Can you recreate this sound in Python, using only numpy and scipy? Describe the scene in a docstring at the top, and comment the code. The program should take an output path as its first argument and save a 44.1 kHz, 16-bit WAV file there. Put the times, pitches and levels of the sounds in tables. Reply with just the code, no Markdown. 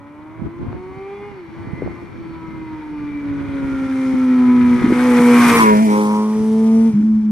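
"""A country lane: a loud four-cylinder motorcycle accelerates far off, shifts up, rolls off, opens the
throttle again, passes close to the camera and rides away, shutting off near the end.
One crankshaft angle drives the exhaust tones, rough combs of firing orders and pulsing noise bands.
A row of trees scatters an echo that counts for more when the bike is far.
Wind buffets the two microphone ports as lumpy noise, over a faint noise wash of distant traffic."""
import sys
import numpy as np
from scipy import signal
from scipy.fft import rfft, irfft, next_fast_len
from scipy.io import wavfile
from scipy.ndimage import uniform_filter1d, minimum_filter1d, map_coordinates

SR = 44100
rng = np.random.default_rng(int(sys.argv[2]) if len(sys.argv) > 2 else 0)


def persist_wave(psi):
    """Save psi, clipped to +-1, as 16-bit WAV."""
    counts = np.round(np.clip(psi, -1, 1) * 32767).astype(np.int16)
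    wavfile.write(sys.argv[1], SR, np.atleast_2d(counts).T)


N = 322371
T = np.arange(N) / SR
HZ = np.fft.rfftfreq(N, 1 / SR)
CLOSEST_M = 2  # reference distance for the loudness of the bike's parts
TAIL_ON_S, TURN_S = 5.927, 0.22  # the bike turns its tail to the camera


def amp(db):
    """Decibels to gain."""
    return np.exp(np.asarray(db) * (np.log(10) / 20))


def unit(x):
    """Scales to rms 1."""
    return x / np.sqrt(np.mean(x ** 2) + 1e-20)


def curves(rows):
    """Each column of a table as a curve over the whole time."""
    s, *columns = np.transpose(rows)
    return [np.interp(T, s, column) for column in columns]


def read(points):
    """A spectrum table at every frequency, joined along a log-frequency axis."""
    hz, value = np.transpose(points)
    return np.interp(np.log(HZ + 1), np.log(hz), value)


def weigh(x, gain):
    """Filters with a gain given at every frequency."""
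    size = next_fast_len(N + 4000)
    gain_here = np.interp(np.fft.rfftfreq(size, 1 / SR), HZ, gain)
    return irfft(rfft(x, size) * gain_here, size)[..., :N]


def colour(x, spectrum):
    """Gives x a spectrum, at rms 1."""
    return unit(weigh(x, amp(read(spectrum))))


def drift(rate):
    """Smooth chance of rms 1 that changes about rate times a second."""
    knots = rng.standard_normal(8192)
    return unit(np.interp(T * rate, np.arange(len(knots)), knots))


def swell(s, length):
    """A smooth bump of height 1 around time s."""
    return np.exp(-(2 * (T - s) / length) ** 2)


def ramp(s, length):
    """Rises from 0 at time s to 1 a length later."""
    return np.clip((T - s) / length, 0, 1)


def window(start, rise, until, fade):
    """Rises to 1, holds and fades."""
    return ramp(start, rise) - ramp(until, fade)


def pan(db):
    """Gains of the two ports for a left-minus-right level."""
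    gains = amp([[db / 2], [-db / 2]])
    return gains / np.sqrt(np.mean(gains ** 2))


def knock(s, db, hz, decay):
    """A pressure push that swells for half the decay time, then dies away."""
    out, t = np.zeros(N), np.arange(SR // 10) / SR
    u = t / (decay / 2)
    push = amp(db) * u * np.exp(1 - u) * np.sin(2 * np.pi * hz * t)
    part = out[round(s * SR):][:len(t)]
    part += push[:len(part)]
    return out


# How alike the ports hear the roar and the traffic: (frequency [Hz], left-right likeness [-1 to 1])
PORT_LIKENESS = [(100, 1), (500, 0.89), (1000, 0.64), (2000, 0.61), (3500, 0.61), (6000, 0.45),
                 (14000, .05)]


def port_noise():
    """Noise at both ports: alike in the bass, nearly unrelated at the top of the treble."""
    shared, apart = rng.standard_normal((2, N))
    alike = np.clip(read(PORT_LIKENESS), -1, 1)
    mid = weigh(shared, np.sqrt((1 + alike) / 2))
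    side = weigh(apart, np.sqrt((1 - alike) / 2))
    return np.array([mid + side, mid - side])


# Spectrum of the main road: (frequency [Hz], density [dB per Hz])
TRAFFIC_SPECTRUM = [(30, -2.5), (100, 18), (300, -20), (600, -3.5), (1000, 10.5), (1500, -8), (2300, -9),
                    (3000, -40.5), (5000, -41.5), (9000, -25), (14000, -34)]


def traffic(level_db=-54, swell_db=1.5, turned_db=-3.0):
    """The wash of a main road behind the bank, fainter once the camera has turned after the bike."""
    wash_db = level_db + swell_db * drift(0.69) + turned_db * ramp(TAIL_ON_S, TURN_S)
    return amp(wash_db) * colour(port_noise(), TRAFFIC_SPECTRUM)


# Spectrum of wind at a port: (frequency [Hz], density [dB per Hz])
BUFFET_SPECTRUM = [(20, -24), (40, -9), (70, -2), (120, 1), (200, -3), (320, -2.5), (450, -15), (700, -24),
                   (1200, -26), (3000, -46.5), (8000, -72)]
# Gusts over the breeze: (time [s], length [s], level [dB])
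GUST_TIMES = [(0.445, 0.083, -25.5), (0.683, 0.16, -27.5), (0.926, 0.12, -37), (1.295, 0.12, -37.5),
              (1.71, 0.28, -32), (1.856, 0.11, -25), (2.354, 0.69, -33), (2.997, 0.21, -35.5),
              (3.557, 0.57, -29), (4.146, .1, -30), (4.75, 0.58, -28), (5.605, 0.36, -29.5),
              (6.42, 0.09, -29.5), (6.95, 0.62, -35.5)]
# Single eddies striking the ports:
# (time [s], envelope peak [dB], pitch [Hz], decay [s], left minus right [dB])
EDDY_THUMPS = [(.416, -17, 202, 0.0071, -24), (.614, -21, 273, 0.0063, 19), (0.667, -17, 199.4, 0.0021, -4),
               (0.681, -18.5, 104, 0.011, 9), (1.733, -13.5, 168, 0.0046, -26),
               (1.821, -11, 402, 0.0024, 5), (1.831, -17, 300, 0.0023, 2), (1.862, -18, 350, 0.0025, -18),
               (1.876, -16, 553, 0.0015, -22), (2.025, -25.5, 340, 0.0046, -23),
               (4.138, -11, 253, 0.0085, 28)]


def wind(breeze_db=-46, lump_db=3.0, lumps_per_s=45):
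    """Gusts of lumpy turbulence over a light breeze, different at each port, with thumps of eddies."""
    gust_power = sum(amp(db) ** 2 * swell(s, length) for s, length, db in GUST_TIMES)
    strength = np.sqrt(amp(breeze_db) ** 2 + gust_power)
    ports = []
    for _ in range(2):
        lumpy = rng.standard_normal(N) * amp(lump_db * drift(lumps_per_s))
        ports.append(colour(lumpy, BUFFET_SPECTRUM))
    thumps = sum(knock(*row) * pan(side_db) for *row, side_db in EDDY_THUMPS)
    return strength * np.array(ports) + thumps


# The rider's moves from wide open; each starts at its time: (time [s], new opening [0-1])
THROTTLE_MOVES = [(1.28, 0.36), (1.5, 0.91), (2.03, 0.29), (4.89, 0.95), (6.88, 0)]


def throttle(twist_s=0.08):
    """The opening of the throttle over time; each move takes twist_s."""
    opening = np.ones(N)
    for s, new in THROTTLE_MOVES:
        opening = opening + (np.clip(new, 0, 1) - opening) * ramp(s, twist_s)
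    return opening


# The ride past: (time [s], distance from the camera [m])
BIKE_DISTANCE = [(0, 126), (1.2, 66.5), (3.1, 42), (3.7, 18.8), (4.5, 12.5), (4.8, 8.4), (5.25, 4.45),
                 (5.5, 2.18), (5.6, 2.12), (5.72, 5.47), (5.95, 7.04), (6.25, 14.8), (6.85, 15),
                 (7.31, 33.5)]


def spreading_db():
    """The 1/distance change in level, against the reference distance."""
    s, metres = np.transpose(BIKE_DISTANCE)
    return -20 * np.interp(T, s, np.log10(metres / CLOSEST_M))


def tail_view():
    """How far the bike shows its tail to the camera, 0-1."""
    return (1 + np.tanh((T - TAIL_ON_S) / TURN_S)) / 2


def pipe_beam():
    """The mouth of the pipe points at the camera for a moment, 0-1."""
    return window(5.84, rise=0.086, until=6.26, fade=0.25)


def part_db(near_db, fall, open_db, behind_db, beam_db):
    """One part's level: fall is its share of the 1/distance law, open_db its gain from shut to open."""
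    ride_db = near_db + fall * spreading_db() + open_db * (throttle() - 1)
    return ride_db + behind_db * tail_view() + beam_db * pipe_beam()


def treble_swell_db():
    """Hiss and fizz swell briefly on the approach."""
    return 4.8 * swell(4.03, length=0.53)


# Engine speed: (time [s], firing rate as heard [Hz])
FIRING_RATE = [(0, 281.2), (.86, 372.2), (1.14, 400.9), (1.28, 411.6), (1.35, 392.2), (1.45, 330.3),
               (2.0, 344.8), (2.14, 334.2), (2.6, 319.8), (3.0, 296.3), (3.36, 282.8), (3.52, 277),
               (3.8, 266.8), (4.1, 261.3), (4.45, 249.4), (4.85, 241.9), (5.05, 249.7), (5.14, 243.4),
               (5.47, 240.5), (5.52, 235), (5.58, 232.5), (5.64, 220), (5.7, 212.4), (5.78, 211.6),
               (5.835, 223), (5.885, 209.9), (6.1, 211.5), (6.88, 226.1), (6.95, 205.3), (7.07, 218.6),
               (7.31, 213)]


def crankshaft():
    """The firing angle that every engine sound follows, and its rate; no two firings are spaced alike."""
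    hz, = curves(FIRING_RATE)
    return 2 * np.pi * np.cumsum(hz) / SR + .04 * drift(120), hz


# One overtone rings out or sinks for a moment:
# (time [s], length [s], multiple of the firing rate [ratio], change [dB])
ORDER_SWELLS = [(.08, 0.6, 2, 6.5), (1.22, 0.25, 2, -3), (0.81, 0.8, 3, 1.5), (0.803, .5, 6.5, 4),
                (1.23, .2, 5.25, 21), (1.03, 0.43, 6, 4.5), (1.0, .6, 7.5, 7), (1.2, .3, 6.5, 6),
                (1.2, .3, 7, 12), (1.744, 0.31, 6, 12), (1.801, 0.31, 5.5, 10), (1.8, .4, 6.25, 13),
                (1.8, 0.62, 7, 5.5), (2.42, 0.46, 4, 10.5), (2.48, 0.81, 6.5, 8), (2.62, 1.05, 3, 10.5),
                (1.95, .12, 3, 9), (2.37, .26, 3, 4), (.37, .18, 7, 8.5), (.95, .35, 5.5, 7),
                (3.03, 0.2, 4, 10.5), (3.081, 0.35, 8, 15), (3.37, 0.51, 3, -13), (3.84, 1.2, 2, 10.5),
                (4.554, 0.49, 4, 7), (5.13, 0.4, 2, 4.5), (.58, .28, 2, -6), (5.98, .22, 6.5, 8),
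                (5.98, .22, 6, 3), (1.2, .25, 8.5, 9), (1.2, .25, 8, 7), (5.44, 0.13, 2, -8.5),
                (5.545, .08, 2, 5.5), (5.615, .03, 2, -6), (5.41, .16, 4.5, 13), (5.553, .06, 4.5, 17),
                (5.62, .05, 4.5, 17), (5.7, 0.11, 4.5, 14), (5.43, .12, 5, 6), (5.53, .05, 5, 11.5),
                (5.61, 0.071, 5, 12.5), (6.15, 0.18, 4.5, 4.5), (6.2, .3, 5, 4), (5.682, 0.07, 5, 17),
                (5.69, 0.12, 2, 6.5), (5.82, 0.0695, 2, -7), (4.8, .25, 1.5, 4.5), (5.634, 0.082, 1.5, 13),
                (5.722, 0.17, 2.5, 16), (5.774, 0.23, 3, 18.5), (5.978, 0.23, 1.5, 9), (6.495, .3, 2, 5.5),
                (6.62, .42, 3, 5.5), (6.64, 0.46, 4, 3.5), (3.9, 1, 3, 2.5)]


def order_swell_db(order):
    """The dB by which one overtone rings out or sinks over time."""
    change_db = 0
    for s, length, which, db in ORDER_SWELLS:
        if round(4 * which) == 4 * order:
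            change_db = change_db + db * np.exp(-(2 * (T - s) / length) ** 4)  # flat-topped bump
    return change_db


# The exhaust's booming fundamental, before dips and flutter: (time [s], level [dB])
BOOM_LEVEL = [(0, -42), (.55, -35), (1.08, -31), (1.42, -35), (2.05, -40.5), (2.3, -34.5), (2.7, -31.5),
              (3.3, -23), (3.55, -23.5), (4.0, -18), (4.45, -10), (4.75, -10.5), (4.89, -12), (4.97, -14),
              (5.33, -8), (5.6, -14), (5.83, -10), (5.95, -15.5), (6.38, -17), (6.75, -10), (6.88, -11),
              (7.15, -12.5), (7.31, -14.5)]
# The boom drops out briefly: (time [s], length [s], depth [dB])
BOOM_DIPS = [(2.88, .04, 5), (0.407, 0.055, 15), (0.69, 0.11, 11), (0.937, 0.071, 6.5), (1.315, 0.058, 7),
             (1.493, 0.052, 10), (1.7, 0.11, 6), (2.11, 0.082, 9), (3.458, 0.11, 5.5), (3.879, 0.015, 13.5),
             (4.144, 0.017, 9.5), (4.777, 0.032, 6.5), (4.807, .032, 14), (4.829, .015, 14.5),
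             (4.858, .008, 9), (4.873, 0.011, 16), (4.914, .01, 9), (4.938, .04, 5), (5.199, 0.0056, 21),
             (5.544, 0.053, 5), (6.926, 0.041, 12), (7.021, .03, 4.5), (7.226, .05, 3.5)]
# Resonances of the pipe: (frequency [Hz], gain [dB])
PIPE_RESONANCES = [(330, 4), (430, -1), (520, -4.5), (640, -14), (760, -5.5), (930, 6), (1080, -3.5),
                   (1250, -2.5), (1600, -10.5), (1930, -12), (2030, 0)]
# Exhaust overtones; unequal cylinders give the half orders:
# (multiple of the firing rate [ratio], level [dB], share that follows the boom and not the bark [0-1],
#  gain from shut to open throttle [dB], gain in the beam of the pipe [dB])
EXHAUST_OVERTONES = [(1.5, -19.5, 0.44, -12, 2), (2, -3.5, 0.61, 18, 2), (2.5, -12.5, 0.13, 1.5, 15.5),
                     (3, -15, 0.77, 14, 6.5), (4, -11, 0.16, 1.5, 7), (4.5, -8.5, 0, 3.5, 5),
                     (5, -8.5, 0, -3, 8), (6, -14.5, 0, 4.5, 6.5)]


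def drone(angle, hz, bark_db):
    """The clean exhaust lines; the boom flutters most when far, and an open throttle steadies it."""
    opening = throttle()
    boom_db, = curves(BOOM_LEVEL)
    flutter_db = np.interp(T, [2.5, 4.1], [2.0, .55]) * (1 - 0.6 * opening)
    dip_db = sum(db * swell(s, length) for s, length, db in BOOM_DIPS)
    # the engine misfires just before the throttle reopens
    stutter_db = 2.5 * window(4.76, rise=.005, until=4.93, fade=0.11) * drift(130)
    out = amp(boom_db - dip_db + stutter_db + flutter_db * drift(45)) * np.cos(angle)
    pipe_db = read(PIPE_RESONANCES)
    for multiple, db, share, open_db, beam_db in EXHAUST_OVERTONES:
        order = round(2 * multiple) / 2
        level_db = db + share * boom_db + (1 - share) * bark_db + open_db * (opening - 1)
        level_db = level_db + np.interp(order * hz, HZ, pipe_db) + beam_db * pipe_beam()
        chance_db = 1.75 * drift(30) + 1.4 * drift(7)
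        phase = 2 * np.pi * rng.random()
        out += amp(level_db + order_swell_db(order) + chance_db) * np.cos(order * angle + phase)
    return np.sqrt(2) * out


def rasp(angle, half_db, quarter_db, fading_db, count):
    """The four-firing cycle makes a comb of quarter orders, each fading in and out by chance."""
    pattern_db = [0, quarter_db, half_db, quarter_db]
    clean_orders = [1] + [round(2 * row[0]) / 2 for row in EXHAUST_OVERTONES]
    out = np.zeros(N)
    for k in range(2, count):
        order = k / len(pattern_db)
        if order not in clean_orders:
            level_db = pattern_db[k % len(pattern_db)] + order_swell_db(order) + fading_db * drift(6)
            out += amp(level_db) * np.cos(order * angle + 2 * np.pi * rng.random())
    return out


def roar(angle, lines, spectrum, level_db, tonal, throb, flicker_db):
    """One engine band: firing lines (power share tonal) plus turbulence that puffs with the crank."""
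    tonal = np.clip(tonal, 0, 1)
    # each firing, each pair of firings and each cycle of four
    pulse = np.cos(angle) + 0.38 * np.cos(angle / 2) + .5 * np.cos(angle / 4)
    puffs = np.exp(throb * pulse)
    noise = colour(port_noise() * puffs * amp(flicker_db * drift(70)), spectrum)
    return amp(level_db) * (np.sqrt(tonal) * lines + np.sqrt(1 - tonal) * noise)


# Throb of each crank turn: (frequency [Hz], density [dB per Hz])
RUMBLE_SPECTRUM = [(50, -26), (85, -7.5), (120, 0), (160, 4), (220, -15.5), (400, -43)]


def rumble(angle):
    """The low throb of each crank turn, at half the firing rate, in turbulent noise."""
    level_db = part_db(near_db=-30, fall=0.7, open_db=2, behind_db=1, beam_db=-3.5)
    turns = unit(np.cos(angle / 2))
    return roar(angle, turns, RUMBLE_SPECTRUM, level_db, 0.12, throb=0.18, flicker_db=0.5)


# Rough middle of the exhaust: (frequency [Hz], density [dB per Hz])
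BARK_SPECTRUM = [(60, -36), (115, -13.5), (170, -3), (300, 6.5), (480, -2), (650, -6.5), (820, -3),
                 (980, 1), (1150, -3.5), (1320, -7.5), (1600, -21.5), (4000, -64)]


def bark(angle, comb, level_db):
    """The exhaust's rough middle, more tonal from behind on an open throttle."""
    front, rear = .36, .74  # tonal shares
    tonal = front + (rear - front) * tail_view() * throttle()
    lines = colour(comb, BARK_SPECTRUM)
    return roar(angle, lines, BARK_SPECTRUM, level_db, tonal, throb=0.29, flicker_db=1.5)


# Noise of the clatter: (frequency [Hz], density [dB per Hz])
CLATTER_SPECTRUM = [(600, -42.5), (1100, -2), (1450, 3.5), (1750, -1), (2100, 0.5), (2400, 0.5),
                    (2650, -14), (2950, -11.5), (3400, -12), (4500, -18), (7000, -48.5)]
# The intake rings near 2 kHz: (frequency [Hz], gain [dB])
INTAKE_RING = [(1000, -20), (1350, -4), (1600, -6), (1850, -1), (2100, 1), (2380, -1.5), (2650, -13),
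               (2950, -14), (3400, -20), (4000, -25), (4500, -16), (5200, -40)]


def clatter(angle, intake):
    """Firing orders ring in the intake amid rough noise; a closing throttle makes them less tonal."""
    level_db = part_db(near_db=-18, fall=1.0, open_db=2.5, behind_db=-11.5, beam_db=2)
    tonal = np.interp(spreading_db(), [-27, -20], [.52, .44]) * np.sqrt(np.clip(throttle(), 0, 1))
    lines = colour(intake, INTAKE_RING)
    return roar(angle, lines, CLATTER_SPECTRUM, level_db, tonal, throb=0.2, flicker_db=1.64) * pan(2.5)


# Treble turbulence: (frequency [Hz], density [dB per Hz])
HISS_SPECTRUM = [(1500, -18.5), (3200, 0), (4000, -5), (4900, -3), (5900, 0), (7200, -9.5), (9000, -24.5),
                 (14500, -49)]


def hiss(angle):
    """Treble turbulence that pulses gently with the firings."""
    level_db = part_db(near_db=-28.5, fall=1.3, open_db=5, behind_db=2.5, beam_db=2.5)
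    level_db = level_db + treble_swell_db()
    return roar(angle, 0, HISS_SPECTRUM, level_db, 0, throb=0.14, flicker_db=1.0) * pan(-1.5)


def fainter_top(x, db_per_m=0.55, edge_hz=10900):
    """The highest treble is heard when the bike is near and is fainter far off."""
    top = weigh(x, np.clip((HZ - edge_hz) / 1500, 0, 1))
    metres = CLOSEST_M / amp(spreading_db())
    return x - top + top * amp(-db_per_m * metres)


# The top of the hiss: (frequency [Hz], density [dB per Hz])
FIZZ_SPECTRUM = [(5000, -26), (7400, -4), (9200, 1.5), (10800, -4.5), (12500, -4), (14500, -8)]


def fizz(angle):
    """The top of the hiss, heard when the bike is near and fainter far off."""
    level_db = part_db(near_db=-26, fall=1.5, open_db=8, behind_db=2.5, beam_db=3)
    level_db = level_db + treble_swell_db()
    return fainter_top(roar(angle, 0, FIZZ_SPECTRUM, level_db, 0, throb=0.13, flicker_db=1.0))


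# The row of trees as a reflector: (frequency [Hz], gain [dB])
TREE_REFLECTION = [(250, -20), (500, -10), (850, 0.5), (2500, 3), (5000, -10)]


def trees(x, echo_db=-8, t60=1.0, full_at_m=60):
    """A scattered echo with a decaying noise tail; its share grows with distance up to full_at_m."""
    t = np.arange(SR // 2) / SR
    tails = rng.standard_normal((2, len(t))) * (1 - np.exp(-t / .05)) * amp(-60 * t / t60)
    share = np.minimum(CLOSEST_M / amp(spreading_db()) / full_at_m, 1)
    sent = weigh(x.mean(0) * share, amp(echo_db + read(TREE_REFLECTION)))
    return signal.fftconvolve(sent[None], tails / np.linalg.norm(tails[0]), axes=1)[:, :N]


# Resonances of the engine's casing: (frequency [Hz], gain [dB])
CASING_RESONANCES = [(2600, -22), (2860, -1.5), (3050, -13.5), (3550, -18), (3750, -4.5), (4050, -20),
                     (4450, 0), (4900, -20), (5350, -7.5), (5750, -10.5), (6300, -28)]


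def casing(angle, level_db=-68.5, fading_db=3.5):
    """While the bike is far, high half orders glide faintly through the resonances of the casing."""
    lines = np.zeros(N)
    for k in range(13, 40):
        phase = 2 * np.pi * rng.random()
        lines += amp(fading_db * drift(6)) * np.cos(k / 2 * angle + phase)
    heard = window(.35, rise=.9, until=3.0, fade=.8)
    return amp(level_db) * colour(lines, CASING_RESONANCES) * heard


# Something small touches the camera: (time [s], envelope peak [dB], pitch [Hz], decay [s])
CAMERA_TAPS = [(0.729, -20, 795, 0.00064)]


def taps():
    """Something small taps the camera: a tiny, quickly damped push."""
    return sum(knock(*row) for row in CAMERA_TAPS)


# Gear whine: (multiple of the firing rate [ratio], level [dB])
GEAR_MESH = [(5.2, 2), (8.5, -13)]


def gears(angle, flutter_db=3.0):
    """Meshing teeth sing at fixed multiples of engine speed while the wheel drives the engine."""
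    level_db = part_db(near_db=-21.5, fall=1.46, open_db=-3, behind_db=-2, beam_db=0)
    overrun = window(3.15, rise=.08, until=4.95, fade=.08)
    whine = sum(amp(level_db + db + flutter_db * drift(25)) * np.cos(order * angle)
                for order, db in GEAR_MESH)
    return np.sqrt(2) * overrun * whine


# Bangs in the exhaust: (time [s], envelope peak [dB], pitch [Hz], decay [s])
EXHAUST_BANGS = [(4.821, -15, 330, 0.003), (4.841, -13, 278, 0.008), (4.861, -11, 315, 0.006),
                 (4.904, -7.5, 330, 0.0034), (4.922, 0.5, 304, 0.004), (6.933, -18.5, 145.1, 0.016),
                 (6.999, -21.5, 280, 0.01), (7.03, -21, 288, 0.0094)]


def bangs():
    """Bangs in the exhaust, each a short damped push."""
    return sum(knock(*row) for row in EXHAUST_BANGS)


# Chain and engine side: (frequency [Hz], density [dB per Hz])
THRASH_SPECTRUM = [(1000, -33), (1500, 5), (2000, -7), (2450, -9), (2750, 0), (3150, -11), (4200, -18)]


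def thrash(angle, intake):
    """Chain and engine side thrash while the bike is broadside: firing orders in pulsing noise."""
    level_db = part_db(near_db=-32, fall=0.9, open_db=5, behind_db=-2, beam_db=0)
    lines = colour(intake, THRASH_SPECTRUM)
    broadside = window(5.25, rise=.2, until=5.79, fade=.04)
    return broadside * roar(angle, lines, THRASH_SPECTRUM, level_db, .45, throb=.8, flicker_db=3)


# The silencer going by: (frequency [Hz], density [dB per Hz])
SNARL_SPECTRUM = [(700, -35), (900, -13), (1030, 0), (1190, 8), (1350, -19), (1700, -33)]


def snarl(angle, comb):
    """The silencer snarls as it goes by: a brief, mostly tonal band of firing orders."""
    lines = colour(comb, SNARL_SPECTRUM)
    passing = swell(5.59, length=.19)
    return passing * roar(angle, lines, SNARL_SPECTRUM, -29, .93, throb=.4, flicker_db=2)


# The band that the road's reflection cancels: (time [s], centre [Hz])
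ROAD_NOTCH = [(5.78, 1000), (5.83, 1280), (5.87, 1620), (5.92, 1750)]


def over_ground(x, width_hz=650, depth=.9):
    """The reflection off the road cancels one band, which climbs as the bike draws away."""
    hz, = curves(ROAD_NOTCH)
    turn = np.exp(2j * np.pi * np.cumsum(hz) / SR)
    r = np.exp(-np.pi * width_hz / SR)
    # shift the band to zero, smooth it, shift it back
    band = 2 * (turn * signal.lfilter([1 - r], [1, -r], x / turn)).real
    return x - depth * window(5.79, rise=0.055, until=5.87, fade=.04) * band


# The bike's bearing: (time [s], delay of the left port against the right [ms])
PORT_DELAY = [(0, -.02), (5.5, -.02), (5.56, .07), (5.62, .27), (5.67, .41), (5.85, .42), (6, .26),
              (6.25, .08), (6.5, .02), (6.7, -.08), (7.31, -.05)]


def at_ports(bike):
    """The bike's bearing delays its sound at one port against the other."""
    lag = curves(PORT_DELAY)[0] * SR / 1000  # samples
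    ports = []
    for port, sign in zip(bike, (-1, 1)):
        heard_from = np.arange(N) + sign * lag / 2
        ports.append(map_coordinates(port, [heard_from], order=3, mode="nearest"))
    return np.array(ports)


def motorcycle():
    """All engine tones and puffs turn with one crankshaft; the mix reaches the ports and the trees."""
    angle, hz = crankshaft()
    bark_db = part_db(near_db=-19.5, fall=0.816, open_db=7, behind_db=-8.5, beam_db=6)
    comb = rasp(angle, half_db=-1, quarter_db=-6.5, fading_db=2.8, count=28)
    intake = rasp(angle, half_db=-1, quarter_db=-11, fading_db=3.5, count=52)
    exhaust = drone(angle, hz, bark_db) + bangs() + bark(angle, comb, bark_db) + snarl(angle, comb)
    engine = rumble(angle) + clatter(angle, intake) + thrash(angle, intake)
    engine = engine + gears(angle) + casing(angle)
    bike = over_ground(exhaust + engine + hiss(angle) + fizz(angle))
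    return at_ports(bike) + trees(bike)


def scene():
    """The countryside, the wind, the bike and a tap on the camera."""
    return traffic() + wind() + motorcycle() + taps()


def record(dry):
    """A quick limiter holds the highest peaks on both ports; then the camera's band limit."""
    allowed = np.minimum(1, .9 / (abs(dry).max(0) + 1e-9))
    gain = uniform_filter1d(minimum_filter1d(allowed, size=129), size=129)
    low_pass = signal.firwin(1023, 14560, window=("kaiser", 9), fs=SR)
    return signal.oaconvolve(dry * gain, low_pass[None], "same")


dry = scene()
out = record(dry)
persist_wave(out)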